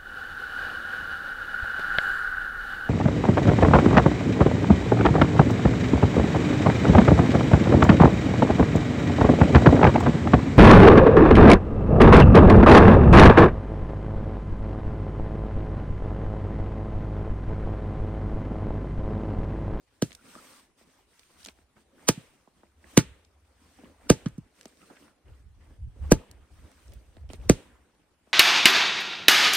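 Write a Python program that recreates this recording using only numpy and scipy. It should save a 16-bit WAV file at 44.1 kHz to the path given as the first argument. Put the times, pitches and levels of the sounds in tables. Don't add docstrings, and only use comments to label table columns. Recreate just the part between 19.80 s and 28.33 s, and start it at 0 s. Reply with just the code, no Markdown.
import sys
import numpy as np
from scipy import signal
from scipy.fft import rfft, irfft, next_fast_len
from scipy.io import wavfile
from scipy.ndimage import uniform_filter1d

SR = 44100
rng = np.random.default_rng(int(sys.argv[2]) if len(sys.argv) > 2 else 0)


def log_audio(samples):
    frames = np.atleast_2d(samples).T
    limited = np.clip(frames, -1, 1)
    pcm = np.round(limited * 32767).astype(np.int16)
    wavfile.write(sys.argv[1], SR, pcm)


N = 376173


def amp(db):
    return 10 ** (np.asarray(db) / 20)


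def evened(x):
    return x / np.sqrt(np.mean(x ** 2) + 1e-20)


def peaked(x):
    return x / abs(x).max()


def read(points, hz):
    f, value = np.transpose(points)
    return np.interp(np.log(hz + 1), np.log(f + 1), value)


def add(mix, s, sound):
    part = mix[..., round(s * SR):][..., :sound.shape[-1]]
    part += sound[..., :part.shape[-1]]


def coloured(x, spectrum):
    gain = amp(read(spectrum, np.fft.rfftfreq(len(x), 1 / SR)))
    return irfft(rfft(x) * gain, len(x))


def swells(rows, column, rise, fall):
    power = np.zeros(N)
    for row in rows:
        u = np.linspace(0, 1, round(max(row[1], .01) * SR))
        shape = np.clip(np.minimum(u / max(rise, .01), (1 - u) / max(fall, .01)), 0, 1)
        envelope = amp(row[column]) * np.sin(np.pi / 2 * shape) ** 2
        add(power, row[0], envelope ** 2)
    return np.sqrt(power)


# (frequency [Hz], left-right likeness [-1 to 1])
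LIKENESS = [(60, .85), (290, .84), (640, .6), (1400, .55), (3100, .15), (6800, -.05)]


def partly_alike(left, other, hz):
    same = np.clip(read(LIKENESS, hz), -1, 1)[:, None]
    return np.array([left, same * left + np.sqrt(1 - same ** 2) * other])


def hiss(spectrum, gain, patchy_db, flicker_db):
    frames, hz = N // 128 + 5, np.fft.rfftfreq(512, 1 / SR)
    a, b, c, d, patches = rng.standard_normal((frames, 257, 5)).T
    patches = uniform_filter1d(patches, 6, axis=0)
    patches = evened(uniform_filter1d(patches, 16, axis=1))
    flicker = evened(uniform_filter1d(rng.standard_normal(frames), size=4))
    z = partly_alike(a + 1j * b, c + 1j * d, hz)
    z = z * amp(read(spectrum, hz)[:, None] + patchy_db * patches + flicker_db * flicker)
    return gain * evened(signal.istft(z, nperseg=512, noverlap=384)[1][:, :N])


# (frequency [Hz], relative density [dB per Hz])
AIR = [(18, -34.5), (30, -5), (65, -6), (146, -6.5), (261, -3.5), (6210, -22.5), (7090, -24), (8750, -21.5),
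       (10300, -20.5), (11400, -57), (13000, -26), (14500, -31.5), (16500, -73.5)]
AIR_DB = -70.5


def still_air():
    return hiss(AIR, amp(AIR_DB), patchy_db=2.5, flicker_db=1.0)


# (start [s], length [s], level [dB])
GUSTS = [(.2, 0.23, -63), (1.5, 0.45, -67.5), (2.2, .4, -65.5), (3.12, .3, -55.5), (4.04, 0.092, -68),
         (4.18, 0.56, -56.5), (5.43, .17, -48.5), (5.56, 0.22, -50), (5.72, 0.15, -53), (5.84, 0.16, -51),
         (5.97, 0.15, -37), (6.08, .15, -51), (6.17, 0.27, -38), (6.45, 0.25, -55.5), (6.68, 0.24, -51.5),
         (6.87, 0.23, -66), (7.03, 0.2, -50), (7.17, 0.18, -54.5), (7.34, 0.19, -48), (7.45, 0.15, -43.5),
         (7.55, .27, -39.5), (7.8, 0.28, -62.5)]
# (frequency [Hz], relative density [dB per Hz])
WIND = [(12, -42), (20, -21.5), (40, -6.5), (65, 2.5), (121, -14), (194, -28), (250, -36.5), (320, -62.5),
        (550, -120)]
GUST_RISE, GUST_FALL = 0.26, 0.36
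BREEZE_DB = -77


def wind():
    a, b, lumps = rng.standard_normal((3, N))
    lumps = uniform_filter1d(uniform_filter1d(lumps, size=1500), size=1500)
    lumps = amp(2.5 * evened(lumps))
    a, b = evened(coloured(a, WIND)), evened(coloured(b, WIND))
    force = np.hypot(amp(BREEZE_DB), swells(GUSTS, column=2, rise=GUST_RISE, fall=GUST_FALL))
    return force * evened(lumps) * np.array([a + .3 * b, 1.15 * a - .3 * b])


# (start [s], length [s], jacket level [dB], boots and moss level [dB])
MOVES = [(.36, 0.56, -56.5, -57.5), (.96, 0.1, -65.5, -70), (1.0, 0.29, -69.5, -68.5),
         (1.22, 0.48, -66.5, -84), (1.55, 0.2, -58.5, -76), (1.7, 0.17, -72.5, -77), (1.94, 0.11, -70, -67),
         (2.72, 0.2, -77, -70.5), (3.55, 0.41, -77, -75.5), (3.72, 0.52, -67, -64.5),
         (4.7, 0.3, -65.5, -65.5), (4.88, 0.5, -64.5, -66), (5.42, .24, -74.5, -66.5),
         (5.75, .28, -74.5, -64.5), (6.6, 0.76, -67, -64), (7.2, 0.29, -73.5, -70),
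         (7.48, 0.11, -61, -65.5), (8.43, 0.17, -74.5, -68.5)]
MOVE_RISE, MOVE_FALL = 0.31, 0.36
# (blow [s], jacket before [dB], moss before [dB], jacket after [dB], moss after [dB])
SWINGS = [(.223, -74.5, -73.5, -61, -62.5), (2.29, -65, -56.5, -59.5, -57), (3.177, -59, -55, -68, -61),
          (4.303, -67, -58, -63.5, -53.5), (6.321, -64.5, -55, -65.5, -50.5),
          (7.698, -67, -57.5, -63.5, -51.5)]
GROW_DB_PER_S, SETTLE_DB_PER_S = 157, 45
FULL_SWING_S = 0.075
# (time [s], level [dB], amplitude decay time [s])
SCUFFS = [(1.01, -65, 0.043), (1.49, -61, 0.03), (1.54, -56.5, 0.035), (1.666, -45, 0.018),
          (1.955, -55, 0.037), (2.83, -55, 0.019), (3.04, -58, .04), (3.982, -54.5, 0.06),
          (4.031, -51, 0.044), (5.096, -52.5, 0.052), (5.22, -59.5, 0.1), (5.45, -59.5, .05),
          (5.808, -62.5, 0.042), (7.111, -54, 0.035), (7.36, -55, .02), (7.424, -58, .02),
          (7.494, -45, .02), (7.53, -44.5, .02), (8.456, -61.5, 0.025)]
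SCUFF_RISE_S = 0.015


def stir():
    t = np.arange(N) / SR
    power = np.array([swells(MOVES, column=k, rise=MOVE_RISE, fall=MOVE_FALL) ** 2 for k in (2, 3)])
    for s, *db in SWINGS:
        before, after = np.reshape(db, (2, 2, 1))
        growing = before + GROW_DB_PER_S * np.minimum(t - s + FULL_SWING_S, 0)
        settling = after - SETTLE_DB_PER_S * (t - s)
        power += amp(np.where(t < s, growing, settling)) ** 2
    for s, db, dying in SCUFFS:
        u = t[:SR // 4]
        scuff = amp(db) * np.minimum(u / SCUFF_RISE_S, 1) * np.exp(-u / max(dying, .003))
        add(power[1], s, scuff ** 2)
    return np.sqrt(power)


def crackle(per_s, spread_db, low_hz, high_hz):
    size = amp(spread_db * np.minimum(rng.exponential(1, N), 5))
    size = size * (rng.random(N) < per_s / SR)
    kind, t, out = rng.integers(0, 16, N), np.arange(400) / SR, np.zeros((2, N))
    for k, hz in enumerate(np.geomspace(low_hz, high_hz, 16)):
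        grain = np.sin(2 * np.pi * hz * t) * np.exp(-t * hz / 2.5) * (1 - np.exp(-t * hz * 1.5))
        out[k % 2] += signal.oaconvolve(size * (kind == k), grain)[:N]
    return evened(out + .6 * out[::-1])


# (frequency [Hz], relative density [dB per Hz])
JACKET = [(530, -48.5), (900, -8.5), (1190, -5.5), (1910, -5), (3520, -7.5), (6230, -7), (7210, -11.5),
          (8650, -2), (10300, -14), (11900, -41), (12500, -10.5), (14800, -16), (15900, -21),
          (16500, -43.5)]


def jacket(cloth):
    rustle = hiss(JACKET, cloth, patchy_db=2.0, flicker_db=-0.73)
    creases = crackle(per_s=1500, spread_db=3.5, low_hz=2000, high_hz=9500)
    return rustle + amp(-9) * cloth * creases


# (frequency [Hz], relative density [dB per Hz])
BOOTS = [(59, -47), (100, -8), (145, -11.5), (252, 5.5), (359, -5), (529, -0.5), (671, -9.5), (1930, -14.5),
         (3500, -24.5), (4550, -44), (7700, -120)]


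def boots(moss):
    shuffle = hiss(BOOTS, moss, patchy_db=4.0, flicker_db=1.5)
    grains = crackle(per_s=600, spread_db=3.5, low_hz=700, high_hz=3200)
    return shuffle + amp(-10) * moss * grains


def ring(modes, t):
    return peaked(sum(amp(db - 60 * t / t60) * np.sin(2 * np.pi * hz * t) for hz, db, t60 in modes))


# (frequency [Hz], relative level [dB], t60 [s], sign at the struck spot)
TRUNK = [(115, -21, .085, 1), (160, -4.5, .042, -1), (202, 0, .02, 1), (290, -9, .04, -1),
         (346, -12.5, .036, -1), (487, -3.5, .022, 1), (596, -13, .024, 1)]


def thud(t, softness, pitch=1):
    hz, db, t60, sign = np.transpose(TRUNK)[:, :, None]
    u, hz = np.maximum(t, 0), hz * pitch
    drive = sign * np.exp(-(hz * softness) ** 2) * (1 - np.exp(-2 * u * hz))
    return peaked((drive * amp(db - 60 * u / t60) * np.sin(2 * np.pi * hz * u)).sum(0))


# (time [s], thud level [dB], thud start after the crack peak, negative if before [s],
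# softness of contact [s], ground thump re thud [dB], knock of the log re thud [dB], crack re thud [dB],
# crack tilt [dB per octave], rise of the crack before its peak, before limits [s],
# crack decay time [s], splintering re crack [dB],
# distant report re crack and knock [dB], report tilt [dB per octave])
BLOWS = [(0.224, -13.5, -0.00048, 0.0021, -43, -9.5, -7, 2, 0.0017, 0.00075, -17.5, 10.5, 7.5),
         (2.289, -9.5, 0.00073, 0.0013, -23, -1, -1.5, 3, 0.0047, 0.0025, -13.5, 2.5, 2),
         (2.382, -31, -0.0085, 0.0047, -36, -29, -25, -17, .001, .0015, -26, -1, -8),
         (3.1777, -1, -0.003, 0.0021, -22.5, -9, -4.5, 0.5, 0.0024, 0.00066, -15, -1, 0),
         (4.303, 0.5, -0.0011, 0.001, -16.5, -9, -7, 1, 0.0025, 0.00064, -17, 1.5, 3),
         (4.46, -17, 0.00044, 0.004, -22, -10, -15, -4.5, 0.00053, 0.001, -12, 6, -4.5),
         (4.58, -27.5, 0, 0.004, -21.5, -29.5, -30.5, 9, 0.0011, 0.0048, -19, 3, 3),
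         (6.323, 0, -0.0055, 0.0013, -12.5, -12, -9, 2.5, 0.0047, 0.00023, -22, -4.5, 1),
         (7.698, -0.5, -0.0007, 0.0013, -13, -19, -8, 0.5, 0.0016, 0.00046, -17.5, 5, 2.5)]
# (frequency [Hz], relative density [dB per Hz])
CRACK = [(710, -26.5), (1200, -1.5), (4420, -8.5), (6490, 0.5), (7010, -14), (8170, -8), (8640, -11.5),
         (10400, -17), (11600, -28), (12300, -21), (13800, -23.5), (15100, -21), (16500, -46)]
# (frequency [Hz], relative level [dB], t60 [s])
LOG = [(664, -1, 0.066), (874, -6, 0.11), (983, 6.5, 0.027), (1275, 12.5, 0.016), (1665, 2.5, 0.028),
       (1900, -11, .03), (2700, -8, 0.01), (3220, 2, 0.0083), (4330, -9, 0.043)]
# (frequency [Hz], level [dB])
FOLIAGE = [(500, -22.5), (1000, -5.5), (2500, 0), (4000, 0), (6000, -4.5), (8500, -7.5), (10500, -14.5),
           (11500, -30), (13500, -22), (16500, -40)]
THUMP_HZ, THUMP_T60 = 56, 0.047


def blows():
    out, lead = np.zeros((3, N)), .02
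    t = (np.arange(8192) - round(lead * SR)) / SR
    u = np.maximum(t, 0)
    crack_hz, crack_level = np.transpose(CRACK)
    for row, grit in zip(BLOWS, rng.standard_normal((len(BLOWS), len(t)))):
        s, db, thud_start, softness, thump_db, knock_db, crack_db, tilt_db, *rest = row
        rise_s, length, splinter_db, report_db, report_tilt_db = rest

        rise = np.exp(np.minimum(t, 0) / np.clip(rise_s, 2e-4, 3.5e-3))
        fizz = amp(splinter_db) * np.exp(-u / .014)
        burst = rise * (np.exp(-u / max(length, 1e-4)) + fizz)
        colour = np.c_[crack_hz, crack_level + tilt_db * np.log2(crack_hz / 4000)]
        crack = evened(coloured(grit, colour)) * burst

        contact = grit * rise * np.exp(-u / 0.00026)
        knock = peaked(signal.fftconvolve(ring(LOG, t + lead), contact)[:len(t)])
        thump = peaked((1 - np.exp(-u / .006)) * ring([(THUMP_HZ, 0, THUMP_T60)], u))
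        dull = thud(t - thud_start, softness) - amp(thump_db) * thump
        bright = amp(knock_db) * knock + amp(crack_db) * crack

        tilt = [(1000, -2 * report_tilt_db), (16000, 2 * report_tilt_db)]
        report = coloured(coloured(1. * (t == 0), tilt), FOLIAGE)
        report = amp(report_db) * report * np.linalg.norm(bright) / np.linalg.norm(report)
        add(out, s - lead, amp(db) * np.array([dull, bright, report]))
    return out


# (frequency [Hz], lead of the left port [rad])
PORT_PHASE = [(0, 0), (500, -.4), (1900, -.8), (3600, 1.5), (4700, .9), (5300, 3.1), (7150, 3.1),
              (8500, .5), (10200, -.5), (10900, -2.9), (12400, -3.5), (12900, -5.9), (16200, -7)]
# (frequency [Hz], left re right [dB])
LEAN = [(60, -1.6), (250, -1.7), (600, -3.3), (1400, -1), (2800, -1.3), (5600, -4.5), (9000, -.6)]


def ports(x):
    size = next_fast_len(N)
    hz = np.fft.rfftfreq(size, 1 / SR)
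    half = amp(read(LEAN, hz) / 2) * np.exp(.5j * np.interp(hz, *np.transpose(PORT_PHASE)))
    return irfft(rfft(x, size) * np.array([half, 1 / half]), size)[:, :N]


BEYOND = 2.5


def echoes(x, decays, start, edge_s):
    taps = np.zeros((2, SR))
    slots = np.arange(start, SR - 20, 20)
    at = slots + rng.integers(0, 20, (2, len(slots)))
    np.put_along_axis(taps, at, rng.choice([-1., 1.], at.shape), 1)
    hz, t, z = signal.stft(taps, SR, nperseg=256)
    z = partly_alike(z[0], z[1], hz)
    aged = t + BEYOND * np.maximum(t - edge_s, 0)
    decay = amp(-60 * aged / read(decays, hz)[:, None])
    tail = signal.istft(z * decay, SR, nperseg=256)[1]
    return signal.fftconvolve(x[None], tail / np.linalg.norm(tail[0]), axes=1)[:, :N]


GROUND_DB = -23.5


def near_echoes(dull, report):
    decays = [(100, 0.11), (1000, 0.088), (10000, 0.019)]  # (frequency [Hz], t60 [s])
    return amp(GROUND_DB) * echoes(dull + report, decays, start=200, edge_s=1)


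# (frequency [Hz], t60 [s])
TREES = [(100, 0.37), (300, 0.19), (1000, 0.8), (3000, 0.57), (5000, 0.28), (8000, .45), (16000, 0.6)]
TREES_LOW_DB, TREES_HIGH_DB = -36.5, -30


def far_echoes(dull, report):
    sent = amp(TREES_LOW_DB) * dull + amp(TREES_HIGH_DB) * report
    return echoes(sent, TREES, start=900, edge_s=0.28)


# (time [s], snap level before decay [dB], pitch [Hz],
# wooden body re snap [dB], left re right [dB], band width before limits [octaves], decay time [s])
TICKS = [(0.307, -49, 2300, -6, -11, 2, 0.0033), (0.319, -47, 1900, -17, 19, 1.7, 0.0018),
         (0.328, -48, 3500, -13, -7, 2.4, 0.0047), (0.3497, -39, 4700, -33, -2, 2, 0.0027),
         (0.552, -33, 1270, -20, -3, 0.33, 0.0028), (0.561, -53, 500, 10, 1, 0.87, 0.0017),
         (1.012, -61.5, 500, 7, -1, 1.3, .003), (1.394, -48.5, 2900, -14, -3, 2.8, 0.0026),
         (1.432, -54.5, 2290, -26, -5, 0.71, 0.0027), (1.6312, -47, 4300, -30, -10, 0.71, .0015),
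         (1.645, -44, 5000, -30, 1, 1.8, .0012), (1.6489, -34, 4930, -33, -5, 1.6, 0.0019),
         (1.66, -34.5, 2500, -17, -1, 2.6, 0.0028), (1.67, -43.5, 5000, -12, -5, 1.6, 0.0026),
         (1.685, -37, 2780, -7, 0, 1.5, 0.0033), (1.7874, -58, 800, 1, 3, 2.4, 0.0028),
         (2.675, -52, 746, -1, -4.5, 0.9, 0.0027), (2.833, -49.5, 803, -3, -2, 0.94, 0.0036),
         (3.041, -49, 1800, -7.5, -10, 0.45, 0.003), (3.448, -56, 4940, -21.5, -0.5, 1, 0.0031),
         (3.987, -50.5, 1300, -3.5, -5, 1.2, 0.0016), (4.0354, -58, 800, 14, -2, 1, .003),
         (4.485, -50, 8300, -17, 2, 0.78, 0.0018), (4.811, -41.5, 3480, -37, -1.5, 2.25, 0.0018),
         (4.831, -48.5, 4000, -20, 0.5, 2, .0012), (4.8557, -37.5, 3280, -1.5, 1.5, 2.2, 0.0019),
         (4.881, -51.5, 8500, -18, -3, 0.32, 0.0024), (4.972, -59, 4600, -11, -3, 1.6, 0.0021),
         (5.017, -48, 1990, -20, 2, 0.92, 0.0022), (5.1, -50, 940, -20, -2, 1.1, 0.0085),
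         (5.167, -52.5, 1700, -14, -4, 1.1, 0.0067), (5.28, -55.5, 1316, -8.5, -3.5, 1.3, .004),
         (5.223, -54, 800, 2, -3, 0.99, 0.0042), (6.513, -42, 6000, -27, -1, 1.7, 0.0018),
         (6.916, -51.5, 5000, -15, -0.5, 2.4, 0.0011), (7.081, -51.5, 5000, -19, -2.5, 0.83, 0.0016),
         (7.121, -52.5, 3590, -9.5, -9, 1.4, 0.0019), (7.135, -53, 6000, -15, -2, 4.7, .005),
         (7.368, -52, 2200, 3.5, -4, 1.6, .002), (7.491, -53, 3010, -6.5, -7.5, 1.6, .003),
         (7.501, -47.5, 2730, 8, -4, 0.72, 0.0061), (7.5334, -37.5, 3150, -1, -5, 2.8, 0.0019),
         (7.541, -51.5, 3000, -11, -7, 0.82, 0.0066), (8.15, -68, 3812, 2, 0.5, 0.56, .0015),
         (8.473, -65.5, 997, 10, 4.5, 1.16, 0.0026)]


def ticks():
    out, t = np.zeros((2, N)), np.arange(2048) / SR
    for row, grit in zip(TICKS, rng.standard_normal((len(TICKS), 2, len(t)))):
        s, db, hz, body_db, pan_db, octaves, length = row
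        half_width = np.clip(octaves, .15, 3) * np.array([-.5, .5])
        edges = np.clip(hz * 2 ** half_width, 200, SR / 2.2)
        band = signal.butter(2, edges, "bandpass", fs=SR, output="sos")
        snap = evened(signal.sosfilt(band, grit + 0.13 * grit[::-1]))
        snap = snap * (1 - np.exp(-t / 0.0001)) * np.exp(-t / max(length, 2e-4))
        body = thud(t, 0.00066, pitch=1.336)
        pan = amp([[pan_db / 2], [-pan_db / 2]])
        add(out, s, amp(db) * (snap + amp(body_db) * body) * pan)
    return out


# (start [s], length [s], level before the port balance [dB],
# scrape pitch at the start [Hz], at the end [Hz])
DRAG = [(.36, 0.062, -62.5, 1460, 1430), (0.425, 0.14, -60, 1140, 1550), (0.571, .03, -53, 1300, 1230),
        (0.727, 0.087, -61, 1390, 947), (4.999, 0.06, -60.5, 1325, 1310), (5.063, .14, -64, 1400, 1680),
        (5.2, 0.13, -69.5, 1470, 1345)]


def drag():
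    start, length, _, first_hz, last_hz = np.transpose(DRAG)
    times = np.c_[start, start + length].ravel()
    hz = np.interp(np.arange(N) / SR, times, np.c_[first_hz, last_hz].ravel())
    noise, clumps = rng.standard_normal((2, N))
    grains = noise * amp(2.3 * evened(uniform_filter1d(clumps, size=400)))
    turn, r = np.exp(2j * np.pi * np.cumsum(hz) / SR), np.exp(-np.pi * 250 / SR)
    smooth = signal.lfilter([1 - r], [1, -r], grains / turn)
    smooth = signal.lfilter([1 - r], [1, -r], smooth)
    rung = (turn * smooth).real
    return swells(DRAG, column=2, rise=0.25, fall=0.15) * evened(rung) * amp([[-5], [-3]])


# (start [s], length [s], level [dB])
HUM = [(2.829, 1.55, -66)]
HUM_HZ = 73.6


def hum():
    band = signal.butter(4, [HUM_HZ - 12, HUM_HZ + 12], "bandpass", fs=SR, output="sos")
    tone = evened(signal.sosfilt(band, rng.standard_normal(N)))
    return swells(HUM, column=2, rise=.06, fall=.15) * tone


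def scene():
    background = still_air() + wind()
    cloth, moss = stir()
    body = jacket(cloth) + boots(moss)
    dull, bright, report = blows()
    struck = ports(dull + bright) + near_echoes(dull, report) + far_echoes(dull, report)
    return background + body + struck + ticks() + drag() + hum()


EDGE_HZ = 16500


def record(dry):
    ceiling = .89
    soft = ceiling * np.tanh(dry / ceiling)
    low_pass = signal.firwin(511, EDGE_HZ, window=("kaiser", 9), fs=SR)
    return signal.oaconvolve(soft, low_pass[None], "same")


dry = scene()
out = record(dry)
log_audio(out)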